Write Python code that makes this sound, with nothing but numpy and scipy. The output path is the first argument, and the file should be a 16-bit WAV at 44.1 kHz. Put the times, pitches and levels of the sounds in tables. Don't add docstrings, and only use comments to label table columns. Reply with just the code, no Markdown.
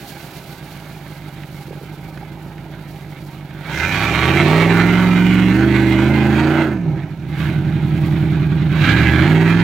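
import sys
import numpy as np
from scipy import signal
from scipy.fft import rfft, irfft, next_fast_len
from scipy.io import wavfile
from scipy.ndimage import uniform_filter1d, map_coordinates

SR = 44100
rng = np.random.default_rng(int(sys.argv[2]) if len(sys.argv) > 2 else 0)


def dump_mix(stems):
    frames = np.atleast_2d(stems).T
    limited = np.clip(frames, -1, 1)
    pcm = np.round(limited * 32767).astype(np.int16)
    wavfile.write(sys.argv[1], SR, pcm)


N = 424683
TIME = np.arange(N) / SR

# time_s, cycles_per_s
ENGINE_SPEED = [(0, 7.9), (0.25, 8.23), (0.99, 6.52), (1.62, 5.94), (1.95, 6.4), (2.12, 6.95), (2.6, 6.95),
                (2.9, 6.45), (3.17, 6.15), (3.6, 6.2), (3.75, 9), (3.9, 11.8), (4.17, 14.9), (4.32, 17.2),
                (4.6, 20.7), (4.8, 21.4), (4.99, 22.6), (5.17, 22.3), (5.34, 23), (5.49, 23.2),
                (5.62, 25.5), (5.72, 25.5), (5.96, 24.8), (6.13, 27.1), (6.29, 26.3), (6.45, 28.6),
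                (6.6, 29.9), (6.72, 26.5), (6.8, 22), (7, 15.7), (7.26, 9.2), (7.62, 11.55), (7.88, 10.6),
                (8.28, 10.5), (8.42, 10.1), (8.74, 10.15), (8.86, 12.8), (9, 15), (9.2, 16.1), (9.3, 19.65),
                (9.63, 21.6)]
# start_s, depth_0_to_1
PEDAL_MOVES = [(3.565, 0.92), (6.625, 0.04), (7.22, 0.55), (7.45, 0), (8.66, 0.82)]
# strength_db, delay_ms
CYLINDERS_SHUT = [(12.5, 1.225), (7, 2.755), (11, 1.946), (9.5, 2.246), (1, 5.1), (9, 6.5), (7, 0.57),
                  (10.5, 3.22)]
CYLINDERS_OPEN = [(-2, 1.51), (0.3, 0.015), (3.5, 1.02), (3, 1.206), (5, 0.352), (3.5, 1.832), (2, 0.595),
                  (5.5, 0.353)]
# multiple_of_cycle_rate, relative_db
ENGINE_TONES = [(2.0, -17), (3.0, -5.5), (4.0, -22), (5.0, -0.9), (6.0, -17.5), (7.0, -15.5), (8.0, 0.5),
                (9.0, -23.5), (10.0, -11.5), (11.0, -9.5), (12.0, -15.3), (13.0, -8.5), (14.0, -22),
                (15.0, -18.5), (16.0, -15), (17.0, -19), (18.0, -20), (19.0, -12.5), (20.0, -18),
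                (26.0, -25), (40.0, -26)]
# pitch_hz, gain_db
PIPE_COOL = [(20, -31), (40, -26), (55, -10.5), (66, -15), (78, -11), (92, -15), (104, -8), (116, -15),
             (130, -4.5), (145, 1), (160, 0), (175, -11.5), (188, -8.5), (203, -12.5), (216, -14),
             (232, -23.5), (250, -16), (270, -21), (290, -13.5), (308, -18.5), (325, -9), (342, -20.5),
             (360, -30.5), (382, -16), (405, -33), (435, -54), (480, -42.5), (600, -45), (900, -73)]
PIPE_HOT = [(8.0, -64), (30.0, -48), (45.0, -29.7), (55.0, -29), (66.0, -19.5), (78.0, -10), (90.0, -18.5),
            (103.0, -13), (116.0, -14.5), (130.0, -9), (145.0, -13.5), (160.0, -3), (172.0, -7.5),
            (184.0, -6), (198.0, -12), (214.0, -11.5), (232.0, -19.5), (250.0, -6), (268.0, -9),
            (288.0, -12.5), (308.0, -2.5), (326.0, 0.5), (342.0, -6), (360.0, -14.5), (382.0, -2.5),
            (402.0, -15), (430.0, -21.5), (480.0, -19.5), (600.0, -32.5), (900.0, -81)]
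# pitch_hz, gain_db
RASP_TONE = [(240, -21), (400, -2.5), (473, -14), (517, -6), (726, -7), (787, -6), (939, -10.5),
             (1050, -12), (1110, -33), (1250, -12.5), (1620, -48), (2750, -120)]
BAY_SHUT_TONE = [(500, -60), (950, -9), (1200, -3.5), (1550, 1.5), (1850, -4), (2200, -1.5), (3000, -7),
                 (3800, -8), (5000, -25), (7000, -32), (9000, -44), (16000, -58)]
BAY_OPEN_TONE = [(500, -37), (950, -5), (1250, -7), (1500, -2.5), (1900, -1.5), (2400, -1), (2900, -7.5),
                 (3500, -12), (4200, -15.5), (5200, -29), (7000, -27.5), (9000, -35.5), (16000, -71)]
HISS_TONE = [(2500, -30), (4600, -8), (5700, 5), (7400, -4), (9000, -16), (16000, -35)]
STRAW_TONE = [(800, -39), (2650, -7), (4500, -3.5), (5000, -8), (7180, -11.5), (8740, -15), (12400, -9),
              (15100, -12.5), (16000, -5.5)]
WIND_TONE = [(15, -15), (35, -28), (70, -11), (150, -7), (350, -1), (600, -31), (1500, -37), (6000, -82)]
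# pitch_hz, gain_db
BODY_RINGS = [(591, -22), (660, -16.5), (803, -1.5), (925, -1.5), (1140, -1), (1313, -8.5), (1420, -8.5),
              (1510, -13), (1620, -10), (1880, -15), (2076, -9), (2190, -10), (2275, -7), (2440, -26),
              (3190, -16.5)]
LOUDNESS = {"boom": (-21.5, 1.13, 2.53), "rasp": (-43, 9, 7.17), "bay": (-45.5, 18.67, 6.36),
            "straw": (-60.5, 17.4, 0.39)}
# time_s, boom_db, rasp_db, bay_db, straw_db
PASSING = [(0, -17, 2.5, 3, 20), (1.4, -9.5, 3.5, 5.5, 11), (2.4, -10.5, 3.5, 1, 8), (3.6, -9, 3, 4, 2.5),
           (3.9, -3, 2, 5.5, 5), (4.2, -1, 3.5, 4.5, 4), (4.55, 1.5, 6, 1.5, 4.5), (5.3, 5, -7, -3.5, -0.5),
           (6.6, 3, -0.5, -7, -2), (6.79, -3.5, -5.5, -7, -2), (6.93, -2, 0.5, -3.5, 1),
           (7.15, -8, -6, -4.5, 1.5), (7.45, 3, 1.5, 4, 5), (8.1, 6, 5.5, 8.5, 11), (8.9, 6.5, 3, 8.5, 3.5),
           (9.4, 3, 1.5, -1, 0), (9.63, 3.5, -7.5, 0.5, -2)]
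# peak_s, half_length_s, pitch_hz, width_hz, level_db
BARKS = [(3.708, 0.042, 870, 400, -35.5), (4.443, 0.18, 355, 88.5, -22.5), (4.65, 0.41, 397, 80, -24),
         (6.553, 0.15, 377.5, 60, -19), (6.567, 0.13, 1410, 870, -28.5), (7.005, 0.067, 1770, 1210, -44),
         (9.076, 0.028, 2190, 1200, -21)]
# start_s, hold_s, pitch_hz, glide_hz_per_s, level_db
WHISTLES = [(3.8, 0.54, 2450, -200, -27), (4.549, 0.26, 2260, -700, -37), (4.715, 0.16, 1477, -500, -27),
            (8.826, 0.27, 1655, 8.5, -23.5), (9.251, 0.44, 1676, 25, -32.5)]
# start_s, level_db
HISSES = [(3.68, -41), (8.78, -58.5)]
# peak_s, half_length_s, swell_db
TUFTS = [(1.6, 0.08, 4), (1.957, 0.19, 2), (2.957, 0.064, 4), (3.25, 0.34, 7), (8.11, 0.14, 1.5)]
# start_s, relative_peak_db, pitch_hz
SNAPS = [(1.434, -21, 1870), (2.174, -18, 1500), (2.58, -23, 1900), (2.959, -24, 1900), (3.508, -22, 1500)]
JOLTS = [(1.681, -31, 330), (1.707, -24.5, 396), (1.729, -26, 358), (1.761, -34, 380), (1.812, -28, 383),
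         (1.834, -28, 397)]
# pitch_hz, likeness_0_to_1
STEREO_LIKENESS = [(30, .96), (150, .995), (500, .99), (1200, .94), (2500, .87), (4500, .5), (8000, .35),
                   (15000, .25)]
# pitch_hz, left_minus_right_db
STEREO_BALANCE = [(60, -6.5), (92, -2), (140, -3.5), (210, -4.5), (330, -4), (500, -5.5), (770, -5.0),
                  (1170, -6), (1790, -8), (2740, -9), (4190, -16), (6410, -0.5), (9810, 11.5), (15000, -12)]

CRUISE_CYCLES_PER_S = 10


def firings(cylinders, start_cycle, uneven_db, jitter_ms):
    cycles = engine_cycles() + start_cycle
    number = np.arange(np.ceil(cycles[0] * 8), cycles[-1] * 8).astype(int)
    db, delay_ms = np.asarray(cylinders)[number % 8].T
    chance = rng.standard_normal((2000, 2))[:len(number)]
    late_s = (delay_ms + jitter_ms * chance[:, 0]) / 1e3
    at = np.clip(SR * (np.interp(number / 8, cycles, TIME) + late_s), 0, N - 2)
    strength = amp(db + uneven_db * chance[:, 1])
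    whole, part = at.astype(int), at % 1
    return np.bincount(whole, strength * (1 - part), N) + np.bincount(whole + 1, strength * part, N)


def exhaust_boom(shut_pulses, pulses, drone_hz=149.6, drone_octaves=0.23, drone_db=4):
    gas = gas_noise(pulses, fade_s=0.0065, constant=0.44)
    cool = colour(steady(shut_pulses) + amp(-23) * gas, PIPE_COOL)
    hot = colour(steady(pulling_note()) + amp(-9) * gas, PIPE_HOT)
    octaves_off = np.log2(8 * curve(ENGINE_SPEED) / drone_hz)
    db = level_db("boom") + drone_db * bump(octaves_off, 0, drone_octaves)
    return stereo(amp(db) * blend_by_load(cool, hot, switch=(.2, .7)))


def pulling_note():
    cycles, out = engine_cycles(), np.zeros(N)
    db, delay_ms = np.transpose(CYLINDERS_OPEN)
    place_in_cycle = np.arange(len(db)) / len(db) + delay_ms / 1e3 * 2 * CRUISE_CYCLES_PER_S
    for multiple in range(2, 40):
        phase = np.angle(amp(db) @ np.exp(-2j * np.pi * multiple * place_in_cycle))
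        strength = amp(look_up(ENGINE_TONES, multiple)) * (1 + .08 * drift(12))
        out += strength * np.cos(2 * np.pi * multiple * cycles + phase)
    return out


def tailpipe_rasp(pulses):
    def side():
        edge = (0.15 + 0.47 * load()) * echoes(pulses, fade_s=0.0082)
        puff = gas_noise(pulses, fade_s=0.076, constant=0.73)
        return steady(colour(body_ring(edge + puff, width_hz=12, ring_db=5), RASP_TONE))
    return amp(level_db("rasp")) * stereo(side(), side())


def engine_bay(pulses):
    def side():
        snarl = (.15 + 1.8 * load()) * echoes(pulses, fade_s=.006)
        fan = gas_noise(pulses, fade_s=0.01, constant=4.5)
        roar = body_ring(snarl + fan, width_hz=17, ring_db=9.5)
        return blend_by_load(colour(roar, BAY_SHUT_TONE), colour(roar, BAY_OPEN_TONE))
    sound = amp(level_db("bay") + 1.35 * drift(48)) * stereo(side(), side())
    return shimmer(sound, patch_db=5, patch_hz=95, patch_s=.055)


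def exhaust_barks(pulses):
    drive = pulses + .3 * echoes(pulses, fade_s=.008)
    drive += .25 * gas_noise(pulses, fade_s=.006, constant=.3)
    out = np.zeros(N)
    for peak_s, half_s, hz, width_hz, db in BARKS:
        ring = steady(resonate(resonate(drive, hz, width_hz), hz, 0.5 * width_hz))
        out += amp(db) * bump(TIME, peak_s, half_s) * ring
    return stereo(out)


def intake_whistle(width_hz=65, rise_s=0.033, fall_db_per_s=49):
    keep = np.exp(-2 * np.pi * width_hz / SR)
    flutter = unit(signal.lfilter([1], np.poly([keep, keep]), rng.standard_normal((2, N))))
    out = np.zeros(N)
    for start_s, hold_s, hz, glide, db in WHISTLES:
        age_s = np.maximum(TIME - start_s, 0)
        phase = 2 * np.pi * (hz + glide * age_s / 2) * age_s
        gain = ramp(age_s, 0, rise_s) * amp(db - fall_db_per_s * np.maximum(age_s - hold_s, 0))
        out += gain * (flutter[0] * np.cos(phase) + flutter[1] * np.sin(phase))
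    return stereo(out)


def throttle_hiss(pulses, rise_s=0.098, fall_db_per_s=8):
    gain = np.zeros(N)
    for start_s, db in HISSES:
        age_s = np.maximum(TIME - start_s, 0)
        gain += ramp(age_s, 0, rise_s) * amp(db - fall_db_per_s * age_s)
    sides = [steady(colour(gas_noise(pulses, fade_s=0.007, constant=.6), HISS_TONE)) for _ in range(2)]
    return gain * stereo(*sides)


def valve_clack(one_clack_s=2.368, pitch_hz=825, load_drop_db=21):
    cycles = engine_cycles()
    at = np.flatnonzero(np.diff(np.floor(cycles - np.interp(one_clack_s, TIME, cycles))))
    alongside_db = 5 * bump(TIME, 2.2, 0.27)
    db = level_db("rasp") - load_drop_db * load() + alongside_db
    clacks = np.c_[at / SR, db[at], np.full(len(at), pitch_hz)]
    return knocks(clacks, fade_s=0.007, width_hz=70, gain_db=7.5)


def straw(stalks_per_s=700, spread_db=4, crawl_rustle=2.4, spin_rustle=1.9):
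    rustle = crawl_rustle + (spin_rustle - crawl_rustle) * pedal()
    tufts_db = sum(db * bump(TIME, peak_s, half_s) for peak_s, half_s, db in TUFTS)

    def side():
        breaks = rng.random(N) < stalks_per_s / SR
        cracks = breaks * amp(spread_db * np.minimum(rng.exponential(1, N), 5.5))
        crackle = unit(cracks * rng.choice([-1, 1], N)) + rustle * rng.standard_normal(N)
        return unit(colour(crackle / np.hypot(1, rustle), STRAW_TONE))
    return amp(level_db("straw") + tufts_db + 1.6 * drift(70)) * stereo(side(), side())


def snaps_and_jolts():
    snaps = knocks(SNAPS, fade_s=0.0045, width_hz=920, gain_db=-8)
    return snaps + knocks(JOLTS, fade_s=0.0035, width_hz=130, gain_db=0)


def wind(rumble_db=-46):
    sides = [unit(colour(rng.standard_normal(N), WIND_TONE)) for _ in range(2)]
    gusts_db = 1.6 * drift(3)
    return amp(rumble_db + gusts_db) * stereo(*sides)


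def engine_cycles():
    return np.cumsum(curve(ENGINE_SPEED)) / SR


def pedal(travel_s=0.18):
    starts, depths = np.transpose(PEDAL_MOVES)
    moves = np.diff(np.clip(depths, 0, 1), prepend=0)
    return np.clip(sum(move * ramp(TIME, s, s + travel_s) for s, move in zip(starts, moves)), 0, 1)


def load(idle=0.076, lag_s=0.088):
    keep = np.exp(-1 / (lag_s * SR))
    pull = signal.lfilter([1 - keep], [1, -keep], pedal() ** 2.44)
    high_revs = ramp(curve(ENGINE_SPEED), 13.9, 30.4)
    return np.clip(idle + pull + high_revs, 0, 1)


def level_db(source):
    base_db, pedal_db, doubling_db = LOUDNESS[source]
    doublings = np.log2(curve(ENGINE_SPEED) / CRUISE_CYCLES_PER_S)
    passing_db = curve(PASSING, column=1 + list(LOUDNESS).index(source))
    return base_db + pedal_db * pedal() + doubling_db * doublings + passing_db


def blend_by_load(coasting, pulling, switch=(0, 1)):
    hard = ramp(load(), *switch)
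    return steady(np.sqrt(1 - hard) * steady(coasting) + np.sqrt(hard) * steady(pulling))


def gas_noise(pulses, fade_s, constant):
    flare = unit(signal.lfilter([1], [1, -np.exp(-1 / (fade_s * SR))], abs(pulses)))
    return unit((constant + flare) * rng.standard_normal(N))


def body_ring(x, width_hz, ring_db):
    return x + amp(ring_db) * sum(amp(db) * resonate(x, hz, width_hz) for hz, db in BODY_RINGS)


def echoes(pulses, fade_s):
    out = np.zeros(N)
    for _ in range(4):
        tail = noise_burst(fade_s, size=1500)
        out += drift(5) * signal.oaconvolve(pulses, tail)[:N]
    return steady(out)


def shimmer(x, patch_db, patch_hz, patch_s):
    hz, t, spectrum = signal.stft(x, SR, nperseg=1024, noverlap=768)
    place = np.meshgrid(hz / patch_hz, t / patch_s, indexing="ij")
    patches = map_coordinates(2 * rng.random((256, 256)) - 1, place, order=1, mode="wrap")
    gain = unit(amp(patch_db * patches))
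    return signal.istft(spectrum * gain, SR, nperseg=1024, noverlap=768)[1][:, :N]


def knocks(rows, fade_s, width_hz, gain_db):
    out = np.zeros(N)
    for start_s, db, hz in rows:
        burst = noise_burst(fade_s, size=4000)
        ring = resonate(resonate(burst, hz, width_hz), hz, 3 * width_hz)
        slot = out[round(start_s * SR):][:len(ring)]
        slot += (amp(db + gain_db) * ring / abs(ring).max())[:len(slot)]
    return stereo(out)


def stereo(a, b=None):
    size = next_fast_len(N + 2048)
    hz = np.fft.rfftfreq(size, 1 / SR)
    same = np.clip(look_up(STEREO_LIKENESS, hz), 0, 1)
    lean = amp(look_up(STEREO_BALANCE, hz))
    first = rfft(a, size)
    if b is None:
        return irfft(np.array([lean * first, first]) * 2 / (1 + lean), size)[:, :N]
    second = same * first + np.sqrt(1 - same ** 2) * rfft(b, size)
    gain = 2 / np.sqrt(1 + lean ** 2 + 2 * same * lean)
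    return irfft(np.array([lean * first, second]) * gain, size)[:, :N]


def colour(x, tone, size=8192):
    log_gain = np.log(amp(look_up(tone, abs(np.fft.fftfreq(size, 1 / SR)))))
    ring = np.fft.ifft(np.exp(signal.hilbert(log_gain).conj())).real[:size // 2]
    return signal.oaconvolve(x, ring)[:N]


def resonate(x, hz, width_hz):
    return signal.lfilter(*signal.iirpeak(hz, hz / width_hz, SR), x)


def steady(x, size=7001):
    power = uniform_filter1d(uniform_filter1d(x ** 2, size), size // 2)
    return x / np.sqrt(abs(power) + 1e-14)


def noise_burst(fade_s, size):
    return rng.standard_normal(size) * np.exp(-np.arange(size) / (fade_s * SR))


def drift(per_s):
    return unit(np.interp(TIME * per_s, np.arange(9999), rng.standard_normal(9999)))


def curve(rows, column=1):
    rows = np.asarray(rows)
    return np.interp(TIME, rows[:, 0], rows[:, column])


def look_up(table, pitch):
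    pitches, values = np.transpose(table)
    return np.interp(np.log(pitch + 1), np.log(pitches + 1), values)


def ramp(x, low, high):
    return np.clip((x - low) / (high - low), 0, 1)


def bump(x, centre, half_width):
    return np.exp(-((x - centre) / half_width) ** 2)


def amp(db):
    return 10 ** (np.asarray(db) / 20)


def unit(x):
    return x / np.sqrt(np.mean(x ** 2) + 1e-20)


def scene():
    shut = firings(CYLINDERS_SHUT, start_cycle=.06, uneven_db=.9, jitter_ms=0.06)
    opened = firings(CYLINDERS_OPEN, start_cycle=0, uneven_db=1, jitter_ms=0.017)
    pulses = blend_by_load(shut, opened)
    engine = exhaust_boom(shut, pulses) + tailpipe_rasp(pulses) + engine_bay(pulses)
    engine += exhaust_barks(pulses) + intake_whistle() + throttle_hiss(pulses) + valve_clack()
    return engine + straw() + snaps_and_jolts() + wind()


def record(dry, top_hz=15900):
    rounded = dry / (1 + dry ** 6) ** (1 / 6)
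    low_pass = signal.firwin(511, top_hz, window=("kaiser", 9), fs=SR)
    return signal.oaconvolve(rounded, low_pass[None], "same")


dry = scene()
out = record(dry)
dump_mix(out)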